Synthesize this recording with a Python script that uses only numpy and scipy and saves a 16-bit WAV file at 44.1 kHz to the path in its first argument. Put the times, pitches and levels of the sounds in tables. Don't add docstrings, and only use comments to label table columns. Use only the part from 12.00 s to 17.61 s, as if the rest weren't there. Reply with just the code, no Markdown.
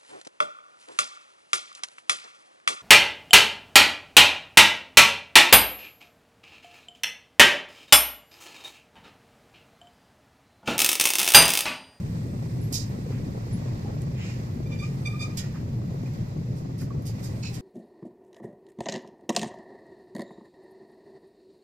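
import sys
import numpy as np
from scipy import signal
from scipy.fft import rfft, irfft, next_fast_len
from scipy.io import wavfile
from scipy.ndimage import uniform_filter1d, map_coordinates

SR = 44100
rng = np.random.default_rng(int(sys.argv[2]) if len(sys.argv) > 2 else 0)


def amplitude_ratio(level_db):
    exponent = np.asarray(level_db, float) / 20
    return 10 ** exponent


def unload_audio(sound):
    columns = np.transpose(np.atleast_2d(sound))
    steps = np.round(np.clip(columns, -1, 1) * 32767)
    wavfile.write(sys.argv[1], SR, steps.astype(np.int16))


N = 247386
TIME = np.arange(N) / SR
LAG_SAMPLES = 16


def unit(x):
    return x / np.sqrt(np.mean(x ** 2) + 1e-20)


def along(points, hz):
    f, v = np.transpose(points)
    return np.interp(np.log(hz + 1), np.log(f + 1), v)


def curves(rows):
    s, *cols = np.transpose(rows)
    return [np.interp(TIME, s, c) for c in cols]


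def wobble(rate_hz):
    knots = rng.standard_normal(int(N * 400 / SR) + 4)
    return map_coordinates(knots, [TIME * min(rate_hz, 400)])


def filtered(x, response):
    m = next_fast_len(N + SR // 8)
    return irfft(rfft(x, m) * response(np.fft.rfftfreq(m, 1 / SR)), m)[..., :N]


def closed(spectrum):
    return lambda hz: amplitude_ratio(along(spectrum, hz)) * (hz > spectrum[0][0]) * (hz < spectrum[-1][0])


def noise(spectrum):
    return unit(filtered(rng.standard_normal(N), closed(spectrum)))


def tilted(pair, balance):
    return filtered(pair, lambda hz: amplitude_ratio(np.outer([.5, -.5], along(balance, hz))))


def diffuse(spectrum, lumps):
    # f/Hz, left-right likeness
    alike = [(30, 0.88), (70, .97), (130, 0.99), (220, 0.93), (350, 0.57), (640, -0.0059), (1000, -0.5),
             (1500, -0.58), (2200, -0.016), (3100, -0.14), (15000, 0.037)]
    # f/Hz, left-right/dB
    lean = [(60, -0.5), (110, 0.5), (200, 0.5), (380, 4.5), (700, 0), (1290, -1), (2380, -1.5),
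            (4400, -4.5), (8120, -4), (15000, -2.5)]

    def mid_side(hz):
        angle = np.arccos(np.clip(along(alike, hz), -1, 1)) / 2
        return closed(spectrum)(hz) * [np.cos(angle), np.sin(angle)]

    mid, side = filtered(lumps * rng.standard_normal((2, N)), mid_side)
    return unit(tilted(np.array([mid + side, mid - side]), lean))


def swells(s, db, rise_s, t60_s):
    age = TIME - s[:, None]
    rise_s = np.maximum(rise_s, .002)[:, None]
    t60_s = np.maximum(t60_s, .01)[:, None]
    return amplitude_ratio(db) @ (np.clip(age / rise_s, 0, 1) ** 0.84 * amplitude_ratio(-60 * np.clip(age - rise_s, 0, 3) / t60_s))


def ring(hz, rise_s, t60_s, fall=0):
    t = TIME[:SR // 4]
    tone = np.sin(2 * np.pi * hz * t * (1 - fall * t / 2))
    return tone * amplitude_ratio(-60 * t / max(t60_s, .005)) * (1 - np.exp(-t / max(rise_s, 1e-4)))


def panned(db, pan_db):
    return amplitude_ratio(db + np.array([[pan_db], [-pan_db]]) / 2)


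def labour_db():
    centre_s, width_s, peak_db = 1.78, 0.56, 4.5
    return peak_db * np.exp(-((TIME - centre_s) / width_s) ** 2)


def wheel():
    # t/s, boom level/dB
    load = [(0.0, -29), (0.5, -31.5), (0.58, -26.5), (0.75, -31.5), (1.23, -29), (1.48, -33.5),
            (1.55, -25.5), (1.63, -32.5), (1.72, -28), (1.8, -31.5), (2.0, -29.5), (2.45, -32), (2.75, -30),
            (3.37, -32), (3.65, -30), (3.9, -30), (4.14, -31.5), (5.61, -30)]
    # f/Hz, density/dB
    boom_spectrum = [(12, -26), (20, -16.5), (54, -14), (77, -10), (118, 2.5), (162, -4.5), (195, -8),
                     (321, -20), (359, -21.5), (397, -23), (600, -30.5), (780, -52), (1320, -120)]
    # f/Hz, density/dB
    bump_spectrum = [(120, -54), (230, 0.5), (400, -11.5), (550, -9), (800, -19.5), (1300, -22),
                     (2500, -51)]
    # t/s, level/dB
    surges = [
        (4.22, 4),
        (4.389, 3),
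        (4.51, 4),
        (4.83, 4.5),
        (4.98, 5),
        (5.14, 1),
        (5.32, 1),
    ]
    beat_s, slack_db = 0.027, -2
    load_db, = curves(load)
    beats_db = sum(np.exp(-((TIME - s) / beat_s) ** 2) * (db - slack_db) for s, db in surges)
    boom_db = load_db + beats_db + slack_db * np.clip((TIME - surges[0][0]) / beat_s + 2, 0, 1)
    ease, fade_db_per_s = 0.31, 0.5
    bumps_db = -45.5 + labour_db() - ease * (boom_db - boom_db.mean()) - fade_db_per_s * TIME
    boom = diffuse(boom_spectrum, 1)
    boom = unit(boom / (1 + abs(boom / 2.27) ** 3) ** (1 / 3))
    flutter = amplitude_ratio(7 * np.tanh(.8 * wobble(95)) + 2.5 * np.tanh(wobble(14)))
    return amplitude_ratio(boom_db + 0.46) * boom + amplitude_ratio(bumps_db) * diffuse(bump_spectrum, flutter)


def knocks():
    # t/s, peak level/dB, f/Hz
    bumps = [(0.157, -31, 337), (0.267, -36, 394), (0.349, -29, 364), (0.692, -42, 343),
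             (0.721, -22.5, 320), (0.898, -29, 310), (0.987, -22.5, 315), (1.064, -30.5, 480),
             (1.105, -26, 445), (1.348, -30, 422), (1.29, -32, 330), (1.374, -26, 410), (1.468, -29.5, 396),
             (1.847, -25.5, 336), (2.026, -34, 336), (2.397, -26.5, 325), (2.603, -22, 290),
             (2.829, -31.5, 350), (3.281, -27.5, 300), (3.629, -28.5, 307), (3.791, -34, 316),
             (3.943, -30.5, 386), (4.034, -28.5, 327), (4.073, -33.5, 407), (4.365, -30, 340),
             (4.656, -33, 327), (4.949, -34, 415), (5.061, -46, 413), (5.096, -34, 393), (5.402, -41, 334)]
    out = np.zeros((2, N + SR))
    for s, db, hz in bumps:
        pan_db = -4.5 + 4.1 * s
        upper = ring(1.99 * hz, 0.0053, 0.016) + amplitude_ratio(-19.5) * ring(3.22 * hz, 0.0012, 0.019)
        bump = ring(hz, 0.001, 0.021) + upper * [[1], [-.25]]
        out[:, round(s * SR):][:, :SR // 4] += panned(db + 2.5, pan_db) * bump
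    return out[:, :N]


def slurry():
    # t/s, hiss level/dB, rise/s, sizzle over hiss/dB, body over hiss/dB
    spits = [(0.721, -44.5, 0.0063, 6, -21), (0.724, -31.5, 0.023, -10.5, -28),
             (0.785, -48, 0.02, -18, -27), (3.369, -34, 0.009, -10.5, -6), (3.4, -54, .008, -3, -7),
             (4.55, -59.5, .027, -5, -22), (4.777, -52.5, .012, -4, -9), (4.8, -55, 0.016, -0.5, -20),
             (5.052, -45.5, .016, -3.5, -10), (5.221, -47, 0.023, -5.5, -25),
             (5.528, -48.5, 0.018, -5, -3.5)]
    # t/s, level/dB, rise/s, t60/s, upper band over lower/dB
    wipes = [
        (1.08, -57.5, .07, 0.3, -18),
        (2.14, -48, 0.078, 0.47, -9),
        (2.21, -59, 0.078, 0.33, 5.5),
        (2.694, -53.5, 0.0087, 0.49, -4),
        (2.82, -57, 0.0098, 0.3, 5),
        (3.2, -58.5, 0.013, 0.18, 13.5),
        (3.42, -55, .02, 0.3, 1),
        (3.53, -60, 0.026, 0.17, -4),
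        (4.785, -59, 0.015, .15, 1),
    ]
    # f/Hz, density/dB
    hiss_spectrum = [(1760, -23), (3000, -17.5), (3450, -17.5), (3760, -7), (4070, -8), (4700, -2.5),
                     (5070, 0.5), (5540, -3.5), (7150, -2), (9500, -23.5), (12400, -24), (20900, -120)]
    # f/Hz, density/dB
    sizzle_spectrum = [(5000, -44), (8500, 2.5), (12000, -0.5), (14500, -2.5), (15600, -11), (15900, -40)]
    # f/Hz, density/dB
    body_spectrum = [(700, -13), (1500, 7), (2500, 8.5), (3500, 12), (4500, -25)]
    # f/Hz, density/dB
    wet_spectrum = [(800, -21), (1300, -19), (2000, -7.5), (2700, -4), (3400, -17), (4200, -15)]
    s, db, rise_s, sizzle_db, body_db = np.transpose(spits)
    drain_s = 7.3 * rise_s
    hiss = swells(s, db, rise_s, drain_s) * noise(hiss_spectrum)
    sizzle = swells(s, db + sizzle_db, 0.83 * rise_s, drain_s) * noise(sizzle_spectrum)
    body = swells(s, db + body_db - 2.5, rise_s, 1.1 * drain_s) * noise(body_spectrum)
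    droplets = amplitude_ratio(2.2 * wobble(300))
    s, db, rise_s, t60_s, upper_db = np.transpose(wipes)
    lower = swells(s, db, rise_s, t60_s) * noise(wet_spectrum)
    upper = swells(s, db + upper_db, rise_s, t60_s) * noise(hiss_spectrum)
    return droplets * amplitude_ratio(1.5) * (hiss + sizzle + body), amplitude_ratio(0.2) * (lower + upper)


def bearing():
    # t/s, level/dB, rise/s, t60/s, bite (upper orders over octave)/dB
    squeaks = [
        (2.656, -50.5, 0.015, 0.12, -11),
        (2.711, -43.5, .025, 0.061, -12),
        (2.785, -45.5, 0.016, 0.24, -4),
        (2.82, -40.5, 0.018, 0.058, -24),
        (3.049, -34.5, 0.016, 0.13, -8.5),
        (3.105, -45.5, 0.024, 0.37, -15),
        (3.19, -34.5, 0.034, 0.15, -8),
        (3.258, -65, .012, 0.054, -18),
        (3.295, -49.5, 0.022, 0.044, -14),
    ]
    # t/s, octave line f/Hz
    slip = [(2.65, 2384), (2.85, 2383), (3.1, 2401), (3.22, 2402), (3.35, 2430)]
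    order_levels = [-1.5, -6.5, -9.5, -15.5, -9.5, -25, -22]
    # centre t/s, width/s, level/dB, left lag/rad
    lopsided = [
        (2.73, 0.023, -54, 1.2),
        (2.835, 0.017, -41.5, 1.2),
        (2.868, 0.0064, -51, 1.1),
        (3.075, 0.024, -42, 2.3),
        (3.15, 0.017, -41.5, 0.73),
        (3.21, 0.0065, -41.5, 1.4),
        (3.245, 0.0087, -35.5, 2.5),
        (3.268, 0.0053, -45, 0.6),
        (3.32, 0.0092, -52, 1.5),
    ]
    s, db, rise_s, t60_s, bite_db = np.transpose(squeaks)
    octave_hz, = curves(slip)
    phase = np.pi * np.cumsum(octave_hz * (1 + .009 * wobble(320))) / SR
    bite_s = 0.88 * t60_s
    octave = swells(s, db, rise_s, t60_s)
    third = swells(s, db - 4.5 + .6 * bite_db, rise_s, bite_s)
    high = swells(s, db + bite_db, rise_s, bite_s)
    orders = 0
    for order, level in enumerate([octave, third] + [amplitude_ratio(d) * high for d in order_levels], 2):
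        orders = orders + level * (1 + .5 * wobble(190)) * np.sin(order * phase)
    phase = phase + 1.95 * wobble(70)
    low = 0
    for s, width_s, peak_db, lag_rad in lopsided:
        swell = amplitude_ratio(peak_db) * np.exp(-((TIME - s) / width_s) ** 2)
        low = low + swell * np.sin([phase - lag_rad, phase])
    return amplitude_ratio(2.0) * orders, low


def pots():
    # f/Hz, width/Hz, level/dB
    modes = [(2170, 140, -10), (2570, 130, 1.5), (4180, 350, -4), (5300, 310, -4.5), (5660, 270, -7.5),
             (6900, 340, -5)]
    # t/s, level/dB, rise/s, t60/s
    scrape = [
        (5.425, -38, 0.015, 0.15),
        (5.455, -50, 0.016, .2),
    ]
    # t/s, peak level/dB, t60/s
    ticks = [
        (.7265, -34, .012),
        (2.0193, -34, .003),
        (3.3735, -33, .015),
        (3.447, -48, .01),
        (4.137, -47, .008),
        (4.7805, -48, .012),
        (5.022, -50, .04),
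    ]

    def wall(f):
        total = amplitude_ratio(-22) * (f > 1200) * (f < 8000)
        for k, (c, w, db) in enumerate(modes):
            total = total + (-1) ** k * amplitude_ratio(db) * 1j * f * w / (c * c - f * f + 1j * f * w + 1)
        return total

    chatter = unit(filtered(rng.standard_normal(N), lambda f: wall(f) * abs(wall(f)) ** 0.22))
    out = np.zeros(N + SR)
    out[:N] = swells(*np.transpose(scrape)) * amplitude_ratio(1.5 + 5.3 * wobble(110)) * chatter
    n = SR // 20
    for s, db, t60_s in ticks:
        crack = np.diff(uniform_filter1d(rng.standard_normal(n + 1), size=2))
        out[round(s * SR):][:n] += amplitude_ratio(db) * crack * amplitude_ratio(-60 * TIME[:n] / max(t60_s, .002))
    return out[:N]


def pings():
    # t/s, peak level/dB, f/Hz, t60/s, left-right/dB
    drips = [(.611, -50, 11200, 0.11, -6), (.633, -50, 11500, .16, -6), (.89, -57, 11800, .08, -6),
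             (1.525, -45.5, 10950, 0.17, -8), (1.533, -57, 9100, .08, 0), (1.06, -40, 485, 0.07, 7),
             (1.105, -45, 467, .06, 3), (1.856, -37.5, 810, 0.1, -2), (1.905, -43.5, 827, 0.054, -13),
             (3.437, -42, 1920, 0.064, 5), (4.905, -37, 1140, 0.056, -9), (5.51, -49, 810, .15, 6),
             (4.06, -51, 2450, 0.074, -12), (5.44, -44, 2540, 0.23, -2), (1.262, -25, 265, 0.13, 1),
             (1.125, -25.5, 250, .12, 1), (2.56, -24, 250, 0.088, 2)]
    out = np.zeros((2, N + SR))
    for s, db, hz, t60_s, pan_db in drips:
        tone = ring(hz, 0.026 * t60_s, t60_s, fall=1.1 * (hz < 1400))
        out[:, round(s * SR):][:, :SR // 4] += panned(db, pan_db) * tone
    return out[:, :N]


def scuffs():
    # t/s, level/dB, rise/s, t60/s
    rubs = [
        (1.09, -56, .04, 0.23),
        (3.43, -53, .015, .12),
        (3.535, -51, 0.028, .25),
        (4.79, -55, 0.034, .15),
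        (5.43, -55, .015, 0.13),
    ]
    # f/Hz, density/dB
    sole = [(600, -18), (900, -2), (1400, -2), (1900, -3), (2600, -20)]
    rub = swells(*np.transpose(rubs)) * amplitude_ratio(2.6 * wobble(90))
    return rub * (noise(sole) + 0.49 * np.array([noise(sole), noise(sole)]))


def workshop():
    # t/s, wetness/dB
    wetness = [(0.0, 0), (0.83, 0), (1.53, -3.5), (2.3, -7.5), (2.67, -6.5), (3.09, 0.5), (3.59, -10.5),
               (4.16, -9), (4.58, -27), (5.08, -20), (5.2, -1), (5.61, 2.5)]
    # f/Hz, density/dB
    shop_spectrum = [(410, -74), (700, -0.5), (1120, -3.5), (1220, -10.5), (1620, -7.5), (1680, -9),
                     (1960, -4), (2120, -9), (2440, -8.5), (3000, -15), (4850, -11.5), (5630, -13.5),
                     (7600, -17.5), (9880, -38), (16700, -120)]
    # f/Hz, density/dB
    film_spectrum = [(7000, -7), (7600, 4.5), (9200, 3), (9800, -27)]
    # f/Hz, density/dB
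    fizz_spectrum = [(5590, -41), (9500, -3), (10600, -6), (12000, -1.5), (12800, -1), (14900, -3),
                     (15900, -2)]
    wet_db, = curves(wetness)
    swell = wobble(6.21)
    shop_db = -51.5 + 0.16 * wet_db + 0.5 * labour_db()
    shop = amplitude_ratio(shop_db) * diffuse(shop_spectrum, amplitude_ratio(0.92 * swell + 0.73 * wobble(60)))
    film = amplitude_ratio(-65.5 + 1.9 * wet_db) * diffuse(film_spectrum, amplitude_ratio(0.26 * swell))
    fizz = amplitude_ratio(-64.5 + 0.26 * wet_db) * diffuse(fizz_spectrum, amplitude_ratio(0.73 * swell + 1.0 * wobble(97)))
    return shop + film + fizz


def roof(x):
    # f/Hz, t60/s
    decay = [(300, 0.92), (2500, 0.23), (6000, 0.13), (14000, 0.1)]
    hz, t, z = signal.stft(rng.standard_normal((2, SR // 2)), SR, nperseg=256)
    tail = signal.istft(z * amplitude_ratio(-60 * t / along(decay, hz)[:, None]), SR, nperseg=256)[1]
    delayed = np.pad(np.atleast_2d(x), ((0, 0), (300, 0)))
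    return signal.fftconvolve(delayed, tail / np.linalg.norm(tail[0]), axes=1)[:, :N]


def from_right(direct, echoed):
    # f/Hz, left-right/dB
    sideways = [(300, 0), (1300, 0), (2400, -2), (4000, -7), (5100, -11), (7000, -7), (9300, -1),
                (11500, -8), (13500, -10)]
    return tilted(np.array([np.roll(direct, LAG_SAMPLES), direct]) + roof(echoed), sideways)


def scene():
    tones, (spit, wipe), (squeak, low), pot = pings(), slurry(), bearing(), pots()
    echoed = amplitude_ratio(-1) * spit + amplitude_ratio(-1) * wipe + amplitude_ratio(-8) * squeak + amplitude_ratio(-14) * low[1] + amplitude_ratio(-5) * pot
    middle = amplitude_ratio(-3) * np.array([np.roll(wipe, LAG_SAMPLES // 3), wipe])
    near = from_right(amplitude_ratio(-1.5) * spit + squeak + pot, echoed) + low + middle
    far = amplitude_ratio(-14) * roof(tones)
    return wheel() + knocks() + workshop() + near + tones + far + scuffs()


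def roll_off(x):
    return signal.sosfilt(signal.butter(12, 16040, fs=SR, output="sos"), x)


def record(dry):
    mix = filtered(dry, lambda hz: np.clip((15650 - hz) / 700, 0, 1))
    return roll_off(mix)


dry = scene()
out = record(dry)
unload_audio(out)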